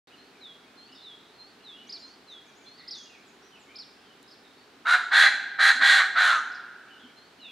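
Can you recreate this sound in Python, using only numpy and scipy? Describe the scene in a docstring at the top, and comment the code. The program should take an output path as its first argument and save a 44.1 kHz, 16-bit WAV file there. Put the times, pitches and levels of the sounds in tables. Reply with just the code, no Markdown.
"""A pheasant on a forest branch crows five harsh syllables: the membranes of its syrinx slap shut
unevenly, buzzing through throat and beak, and the trees answer with a long ring.
Further off one songbird see-saws two whistles, another chirps, others twitter and slur, all on
gliding sine tones. Underneath lie a soft rush of forest air, a few dull bumps and one tiny tick."""
import sys
import numpy as np
from scipy import signal
from scipy.fft import rfft, irfft, next_fast_len
from scipy.io import wavfile
from scipy.ndimage import uniform_filter1d, map_coordinates

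SR = 44100
rng = np.random.default_rng(int(sys.argv[2]) if len(sys.argv) > 2 else 0)


def waveform_to_disk(signal):
    """Save audio, clipped to [-1, 1], as 16-bit WAV at the path in sys.argv[1]."""
    frames = np.transpose(np.atleast_2d(signal))
    scaled = np.clip(frames, -1, 1) * 32767
    samples = np.round(scaled).astype(np.int16)
    wavfile.write(sys.argv[1], SR, samples)


N = 331191


def amp(db):
    """Decibels to gain."""
    return 10 ** (np.asarray(db) / 20)


def unit(x):
    """Scale to rms 1."""
    return x / np.sqrt(np.mean(x ** 2) + 1e-20)


def along(points, hz):
    """Read a curve of (f/Hz, value) points on a log frequency axis."""
    f, v = np.transpose(points)
    return np.interp(np.log(hz + 1), np.log(f + 1), v)


def wobble(rate, size):
    """A smooth random modulator, rate knots a second."""
    knots = rng.standard_normal(int(size * rate / SR) + 4)
    return map_coordinates(knots, [np.arange(size) * rate / SR])


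def filtered(x, response):
    """Zero-phase EQ; response gives the gain at each frequency."""
    size = x.shape[-1]
    padded = next_fast_len(size + 8192)
    return irfft(rfft(x, padded) * response(np.fft.rfftfreq(padded, 1 / SR)), padded)[..., :size]


def eq(x, points):
    """Shape x with a curve of (f/Hz, gain/dB) points."""
    return filtered(x, lambda hz: amp(along(points, hz)))


def resonate(x, points, size=2048):
    """Ring x through a causal (minimum-phase) body with this spectrum."""
    cepstrum = irfft(np.log(amp(along(points, np.fft.rfftfreq(size, 1 / SR)))))
    cepstrum[1:size // 2] *= 2
    cepstrum[size // 2 + 1:] = 0
    impulse = irfft(np.exp(rfft(cepstrum)))
    return signal.fftconvolve(x, impulse)[:len(x)]


def add(track, s, x):
    """Mix x into the track at time s."""
    part = track[..., max(round(s * SR), 0):][..., :x.shape[-1]]
    part += x[..., :part.shape[-1]]


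def sine(hz):
    """A tone of rms 1 that follows a pitch curve."""
    return np.sqrt(2) * np.sin(2 * np.pi * np.cumsum(hz) / SR)


def steadied(x, size=700):
    """Hold the slow level of x at rms 1, keeping its fast grain."""
    return x / np.sqrt(np.abs(uniform_filter1d(x * x, size)) + 1e-12)


def stereo(mid, side):
    """Left and right from mid and side."""
    return np.array([mid + side, mid - side])


# tone of the air bed: f/Hz, relative level/dB
RUSH_EQ = [(15, -54), (25, -33), (133, -10), (260, -3), (340, -5.5), (399, 0), (537, -9), (741, -6),
           (1020, -9), (1490, -7.5), (2360, -12.5), (4040, -13.5), (6050, -22.5), (10400, -31.5),
           (15500, -38)]
# width of the air bed: f/Hz, side minus mid/dB
RUSH_WIDTH = [(60, -32), (150, -18.5), (380, -12.5), (950, -5.5), (2380, -5.5), (5980, -3), (15000, 1.5)]
# tone of the far rumble: f/Hz, relative level/dB
RUMBLE_EQ = [(80, -32), (120, -14.5), (200, -7.5), (270, 3.5), (330, -4.5), (400, -3.5), (520, -20),
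             (900, -66)]
def air(rush_db=-57, rumble_db=-66, drone_hz=65, drone_db=-85):
    """A soft steady rush through the trees, with a low far rumble and a faint drone."""
    mid, side = unit(eq(rng.standard_normal((2, N)), RUSH_EQ))
    rush = amp(rush_db) * stereo(mid, eq(side, RUSH_WIDTH))
    mid, side = unit(eq(rng.standard_normal((2, N)), RUMBLE_EQ))
    rumble = amp(rumble_db + 1.8 * wobble(7.5, N)) * stereo(mid, amp(-28) * side)
    drone = amp(drone_db + 2 * wobble(6, N)) * sine(drone_hz * (1 + 0.029 * wobble(6.7, N)))
    return rush + rumble + drone


# soft low bumps: t/s, length/s, f/Hz, level/dB
DULL_BUMPS = [(5.74, 0.058, 253, -50.5), (5.777, 0.085, 263, -48.5), (7.023, 0.064, 247, -51)]
def bumps_and_tick(waver=0.089, tick_s=4.229, tick_db=-53, tick_t60=0.0081):
    """Short swells of a wavering low tone, and one dry snap of bright noise."""
    out = np.zeros(N)
    for s, length, hz, db in DULL_BUMPS:
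        size = int(length * SR)
        add(out, s, amp(db) * np.hanning(size) * sine(hz * (1 + waver * wobble(114, size))))
    t = np.arange(SR // 20) / SR
    burst = rng.standard_normal(len(t)) * amp(-60 * t / tick_t60)
    snap = resonate(burst, [(2000, -12), (7000, 8), (11500, 8), (15000, -14)])
    add(out, tick_s, amp(tick_db) * snap)
    return out


# ring time of the wood: f/Hz, T60/s
TAIL_DECAY = [(200, 0.59), (800, 1.5), (1500, 1.4), (2500, 1.2), (4200, 0.86), (7000, 0.58), (13000, 0.25)]
# colour of that ring: f/Hz, relative level/dB
TAIL_EQ = [(300, -25), (800, -2), (1150, -18), (1450, -4), (1670, -5), (2000, -11.5), (2500, -8),
           (4200, -5.5), (8000, 3), (14000, -4.5)]
# width of the reverb: f/Hz, side minus mid/dB
REVERB_WIDTH = [(500, -29), (1500, -20), (2500, -11), (5000, -11.5), (12000, -8.5)]
def forest(x, wet_db, near_db, build_s=0.01, near_t60=0.39):
    """Near trunks scatter the sound at once; the wood beyond rings on, longest in the mids."""
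    hz, t, noise = signal.stft(rng.standard_normal((2, int(1.3 * SR))), SR, nperseg=256)
    decay = amp(along(TAIL_EQ, hz)[:, None] - 60 * t / along(TAIL_DECAY, hz)[:, None])
    build = 1 - np.exp(-t / build_s)
    tail = signal.istft(noise * decay * build, SR, nperseg=256)[1]
    near = rng.standard_normal(tail.shape) * amp(-60 * np.arange(tail.shape[1]) / SR / near_t60)
    mid, side = (amp(wet_db) * tail / np.linalg.norm(tail[0])
                 + amp(near_db) * near / np.linalg.norm(near[0]))
    mid[0] += 1  # the direct path
    impulse = stereo(mid, eq(side, REVERB_WIDTH))
    return signal.fftconvolve(x[None], impulse, axes=1)[:, :N]


def chorus(count=38, level_db=-67, low_hz=2200, high_hz=4700, glide=0.0965, length=0.072, waver=0.0287):
    """Faint scattered slurs from the farthest birds."""
    out = np.zeros(N)
    u = np.linspace(-1, 1, int(length * SR))
    for when, pitch, slope in rng.uniform(0, 1, (count, 3)):
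        centre_hz = low_hz * (high_hz / low_hz) ** pitch
        bend = np.exp(glide * (2 * slope - 1) * u + waver * wobble(147, len(u)))
        add(out, when * N / SR, amp(level_db) * (1 - u * u) * sine(centre_hz * bend))
    return out


def slur(length, start_hz, end_hz, ease, waver):
    """A short wavering glide; with ease above 1 it moves fast at first and then levels off."""
    u = np.linspace(0, 1, int(length * SR))
    hz = end_hz + (start_hz - end_hz) * (1 - u) ** ease
    swell = np.sqrt(np.abs(np.sin(np.pi * u)))
    return swell * sine(hz * (1 + waver * wobble(160.3, len(u))))


# the distant song: t/s, length/s, start f/Hz, end f/Hz, level/dB
FAR_SONG = [(0.097, .052, 2360, 3020, -59.5), (0.867, .079, 2600, 3030, -62),
            (0.949, 0.065, 3750, 3560, -54), (1.713, 0.14, 2640, 3000, -60),
            (2.646, 0.033, 3340, 3570, -57), (2.775, .045, 5300, 3700, -55),
            (2.776, 0.087, 1975, 2093, -59), (3.046, 0.16, 2920, 2327, -60), (3.42, 0.037, 5750, 6050, -66),
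            (3.515, .08, 3310, 2470, -60.5), (3.665, .098, 2234, 2450, -59.5),
            (4.444, .046, 3700, 3710, -61.5), (6.876, 0.094, 2776, 3005, -59),
            (6.969, 0.13, 3660, 2994, -60.5), (7.387, .14, 3050, 2520, -55.5)]
def far_singer():
    """Mellow slurs from a bird deep in the trees."""
    out = np.zeros(N)
    for s, length, start_hz, end_hz, db in FAR_SONG:
        add(out, s, amp(db) * slur(length, start_hz, end_hz, ease=1.5, waver=0.0277))
    return out


# thin high slurs: t/s, start f/Hz, end f/Hz
THIN_SLURS = [(1.969, 5600, 7500), (2.055, 7200, 5640), (2.29, 5530, 6660), (2.46, 7200, 5560),
              (2.545, 5300, 7400), (2.615, 7100, 5840), (3.259, 8100, 6250), (3.59, 8200, 6400)]
# quick upward flicks: t/s, level/dB
UP_FLICKS = [(1.869, -60), (2.943, -56), (2.969, -51), (2.994, -63), (3.024, -55.5), (6.317, -53),
             (6.348, -49), (6.378, -53)]
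def twitter(slur_s=.055, slur_db=-68.5):
    """A tiny bird runs thin slurs up and down, with a few sharper upward flicks."""
    out = np.zeros(N)
    for s, start_hz, end_hz in THIN_SLURS:
        add(out, s, amp(slur_db) * slur(slur_s, start_hz, end_hz, ease=1.4, waver=0.013))
    for s, db in UP_FLICKS:
        add(out, s, amp(db) * slur(length=0.022, start_hz=5480, end_hz=7280, ease=0.68, waver=0.011))
    return out


# trilled chirps: t/s, level/dB
CHIRP_CUES = [(.915, -56.5), (1.889, -38.5), (2.873, -38), (3.751, -42), (4.272, -55.5), (6.509, -54.5)]
def chirper(low_hz=3200, top_hz=5230, arch_s=.028, climb_s=.007, trill_start=.039, length=.092,
            trill_hz=100, trill_depth=0.071, low_db=-19, arch_db=-2, overtone_db=-37):
    """A quick arch, then a falling note with a fast trill on it; louder the higher it is."""
    out = np.zeros((2, N))
    t = np.arange(int(length * SR)) / SR
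    arch = np.sin(np.pi * np.minimum(t / arch_s, 1))
    fall = np.interp(t, [trill_start - climb_s, trill_start, length], [0, 1, 0]) ** .75
    height = arch + fall
    trill_gate = np.interp(t - trill_start, [-.004, 0.0006, 0.018, 0.0305], [0, 1, 1, 0])
    trill = trill_depth * np.cos(2 * np.pi * trill_hz * (t - trill_start)) * trill_gate
    swell = amp(low_db * np.abs(1 - height) ** 1.56 + arch_db * (t < arch_s))
    nearest_db = max(db for s, db in CHIRP_CUES)
    for s, db in CHIRP_CUES:
        hz = (low_hz + (top_hz - low_hz) * height) * (1 + trill + 0.013 * wobble(196, len(t)))
        note = amp(db) * swell * (sine(hz) + amp(overtone_db) * sine(2 * hz))
        send_db = 0.27 * (nearest_db - db)  # fainter chirps are further off and wetter
        add(out, s, forest(note, wet_db=-12 + send_db, near_db=-8 + send_db))
    return out


def whistle(length, start_hz, end_hz, glide_s, steepness, peak_s, sharpness, release_s=.012, waver=.003):
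    """A pure note that eases from one pitch to another, swelling early and dying away."""
    t = np.arange(int(length * SR)) / SR
    hz = end_hz + (start_hz - end_hz) * np.exp(-(t / glide_s) ** steepness)
    swell = (t / peak_s * np.exp(1 - t / peak_s)) ** sharpness
    release = np.clip((length - t) / release_s, 0, 1)
    return swell * release * sine(hz * (1 + waver * wobble(98, len(t))))


# see-saw whistle pairs: rising note t/s, falling note t/s, rising note level/dB
WHISTLE_PAIRS = [(0.164, 0.391, -61), (0.765, 1.007, -53), (1.379, 1.626, -52.5), (2.009, 2.261, -51),
                 (2.652, 2.894, -53), (7.154, 7.393, -57.5)]
def whistler(fall_db=-48):
    """A songbird alternates a rising and a falling pure whistle."""
    out = np.zeros(N)
    for rise_s, fall_s, rise_db in WHISTLE_PAIRS:
        rise = whistle(length=0.15, start_hz=4160, end_hz=4640, glide_s=.1, steepness=4.68,
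                       peak_s=0.039, sharpness=1.4)
        fall = whistle(length=0.187, start_hz=4260, end_hz=3275, glide_s=.064, steepness=1.75,
                       peak_s=.066, sharpness=2.26)
        add(out, rise_s, amp(rise_db) * rise)
        add(out, fall_s, amp(fall_db) * fall)
    return out


def branches(x, count=7, reach_s=.009, echo_db=-16):
    """Weak reflections off the branches around the perch, new with each turn of the head."""
    delays = (rng.uniform(.1, 1, count) * reach_s * SR).astype(int)
    signs = rng.choice([-1, 1], count)
    copies = sum(sign * np.pad(x, (delay, 0))[:len(x)] for delay, sign in zip(delays, signs))
    return (x + amp(echo_db) * copies) / np.sqrt(1 + count * amp(2 * echo_db))


def syrinx(hz, jitter=.1, breath=.34, waver=0.04015, shimmer_db=3, rattle_db=1.5):
    """Membranes slap shut unevenly, once a cycle, with a puff of turbulence. Returns buzz and swing."""
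    size = len(hz)
    cycles = np.cumsum(hz * (1 + waver * wobble(400, size))) / SR
    closures = np.arange(1, int(cycles[-1]))
    chance = rng.standard_normal((len(closures), 2))
    slap_at = np.interp(closures + jitter * chance[:, 0], cycles, np.arange(size))
    taps = slap_at.astype(int)[:, None] + np.arange(-7, 9)
    offset = taps - slap_at[:, None]
    slaps = amp(shimmer_db * chance[:, 1:]) * np.sinc(offset) * np.sinc(offset / 8)  # band-limited
    pulses = np.bincount(np.clip(taps, 0, size - 1).ravel(), slaps.ravel(), size)
    puffs = rng.standard_normal(size) * (1 + np.cos(2 * np.pi * cycles))
    rattle = amp(rattle_db * wobble(238.8, size))
    buzz = np.sqrt(1 - breath) * unit(pulses - pulses.mean()) + np.sqrt(breath) * unit(puffs)
    slip_rad = 0.57 * wobble(220.6, size)
    swing = np.sin(2 * np.pi * 2 * cycles + slip_rad)  # the membranes' smooth second harmonic
    flutter = amp(1.2 * wobble(167.6, size))
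    return buzz * rattle, unit(swing * rattle * flutter)


# throat formants at the home pitch: f/Hz, relative level/dB
THROAT_FORMANTS = [(100, -64), (300, -55.5), (470, -31), (660, -16.5), (820, -16), (1000, -12),
                   (1280, -4.5), (1600, 4.5), (1950, -3), (2300, -6), (2650, -13), (3100, -24.5),
                   (3800, -70.5)]
def throat(buzz, hz, home_hz=790):
    """Resonances that slide with the pitch: they ring on a clock that runs faster as it rises."""
    clock = np.cumsum(hz / home_hz)
    ticks = np.arange(int(clock[-1]))
    ringing = resonate(np.interp(ticks, clock, buzz), THROAT_FORMANTS)
    return unit(np.interp(clock, ticks, ringing))


# the bright rasp around the beak's two resonances: f/Hz, relative level/dB
RASP_EQ = [(500, -85), (1900, -46.5), (2500, -3), (3100, -7), (3680, -3.5), (4550, -10.5), (5300, -20),
           (6250, -16.5), (6650, -19), (7400, -17), (8000, -23), (10000, -25), (13500, -42), (15500, -52.5)]
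def beak(buzz, lower_db, upper_hz, lower_hz=3420, upper_db=2, treble_hz=5500):
    """The beak opens and closes over a syllable; when narrow it mutes the rasp, the top most of all."""
    gape = np.abs(np.sin(np.linspace(0, np.pi, len(buzz)))) + 1e-6
    formants = sorted(RASP_EQ + [(lower_hz, lower_db), (upper_hz, upper_db)])
    rasp = steadied(resonate(buzz, formants))
    treble = filtered(rasp, lambda hz: 1 - 1 / (1 + (hz / treble_hz) ** 10))
    return gape ** 0.4 * (rasp - treble * (1 - gape ** 0.77))


# the crow: t/s, length/s, attack/s, level/dB, level ramp/dB, f/Hz, pitch bend/Hz, effort/0-1
CROW_SYLLABLES = [(4.848, 0.13, 0.021, -18, 5.5, 713, 15, 0),
                  (5.108, 0.19, 0.016, -15.5, 1, 795.2, 30, .85),
                  (5.583, 0.15, 0.012, -16.5, 3, 795, 19.5, 0.78), (5.8, .25, 0.013, -15, -6, 799, -50, 1),
                  (6.151, 0.25, 0.012, -17, -11, 750, -155, 0.53)]
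def pheasant(body_db=-1, second_ratio=2.4, second_waver=0.0382, scoop=.14, scoop_s=.013,
             settle_s=0.031, release_s=0.029, rasp_fade=0.37):
    """Each syllable scoops up into a rough buzz with a strong second harmonic; effort adds harshness."""
    out = np.zeros((2, N))
    for s, length, attack, db, ramp_db, pitch_hz, bend_hz, effort in CROW_SYLLABLES:
        pushed = lambda relaxed, forced: relaxed + effort * (forced - relaxed)
        t = np.arange(int(length * SR)) / SR
        late = (t / length) ** 2.4  # pitch and level hold at first and bend late
        hz = (pitch_hz + bend_hz * late) * (1 - scoop * np.exp(-t / scoop_s))
        buzz, swing = syrinx(hz)
        locked_in = np.clip(t / settle_s, 0, 1)
        clear_tone = amp(pushed(-1, -8)) * locked_in * swing
        # the other side of the syrinx adds a higher, inharmonic tone
        second_hz = second_ratio * hz * (1 + second_waver * wobble(349, len(t)))
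        second_voice = amp(pushed(-10, -4)) * sine(second_hz)
        body = steadied(throat(buzz, hz) + clear_tone + second_voice)
        rasp = beak(buzz, lower_db=pushed(-3.5, 0.5), upper_hz=pushed(3930, 4150))
        rasp = branches(rasp)  # thin branches reflect only the short waves
        rasp_db = pushed(-12.5, -6.5) + rasp_fade * ramp_db * late  # duller as it fades
        onset = (1 - np.exp(-t / attack)) ** 1.44  # the voice catches gently before it swells
        release = np.clip((length - t) / release_s, 0, 1)
        envelope = amp(db + ramp_db * late) * onset * release
        voice = envelope * (amp(body_db) * body + amp(rasp_db) * rasp)
        add(out, s, forest(voice, wet_db=-11.5, near_db=-6))
    return out


def scene():
    """The pheasant is close; the further a bird, the more forest is in its sound."""
    whistles = forest(whistler(), wet_db=-10, near_db=-7)
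    chirps = chirper()
    twitters = forest(twitter(), wet_db=-7.5, near_db=-4)
    far_birds = forest(far_singer() + chorus(), wet_db=-3.5, near_db=1)
    return pheasant() + whistles + chirps + twitters + far_birds + bumps_and_tick() + air()


# stereo balance of the mix: f/Hz, left minus right/dB
BALANCE = [(100, -1), (600, 0.1), (1400, -1), (4000, -1.05), (8000, -0.4), (14000, 0)]
def record(dry, start_s=.072, top_hz=15700):
    """The mix opens after a moment of silence, leaning slightly right, with the very top cut off."""
    gate = np.arange(N) / SR > start_s
    balance = lambda hz: amp(np.outer([.5, -.5], along(BALANCE, hz)))
    return filtered(dry * gate, lambda hz: balance(hz) * (hz < top_hz))


dry = scene()
out = record(dry)
waveform_to_disk(out)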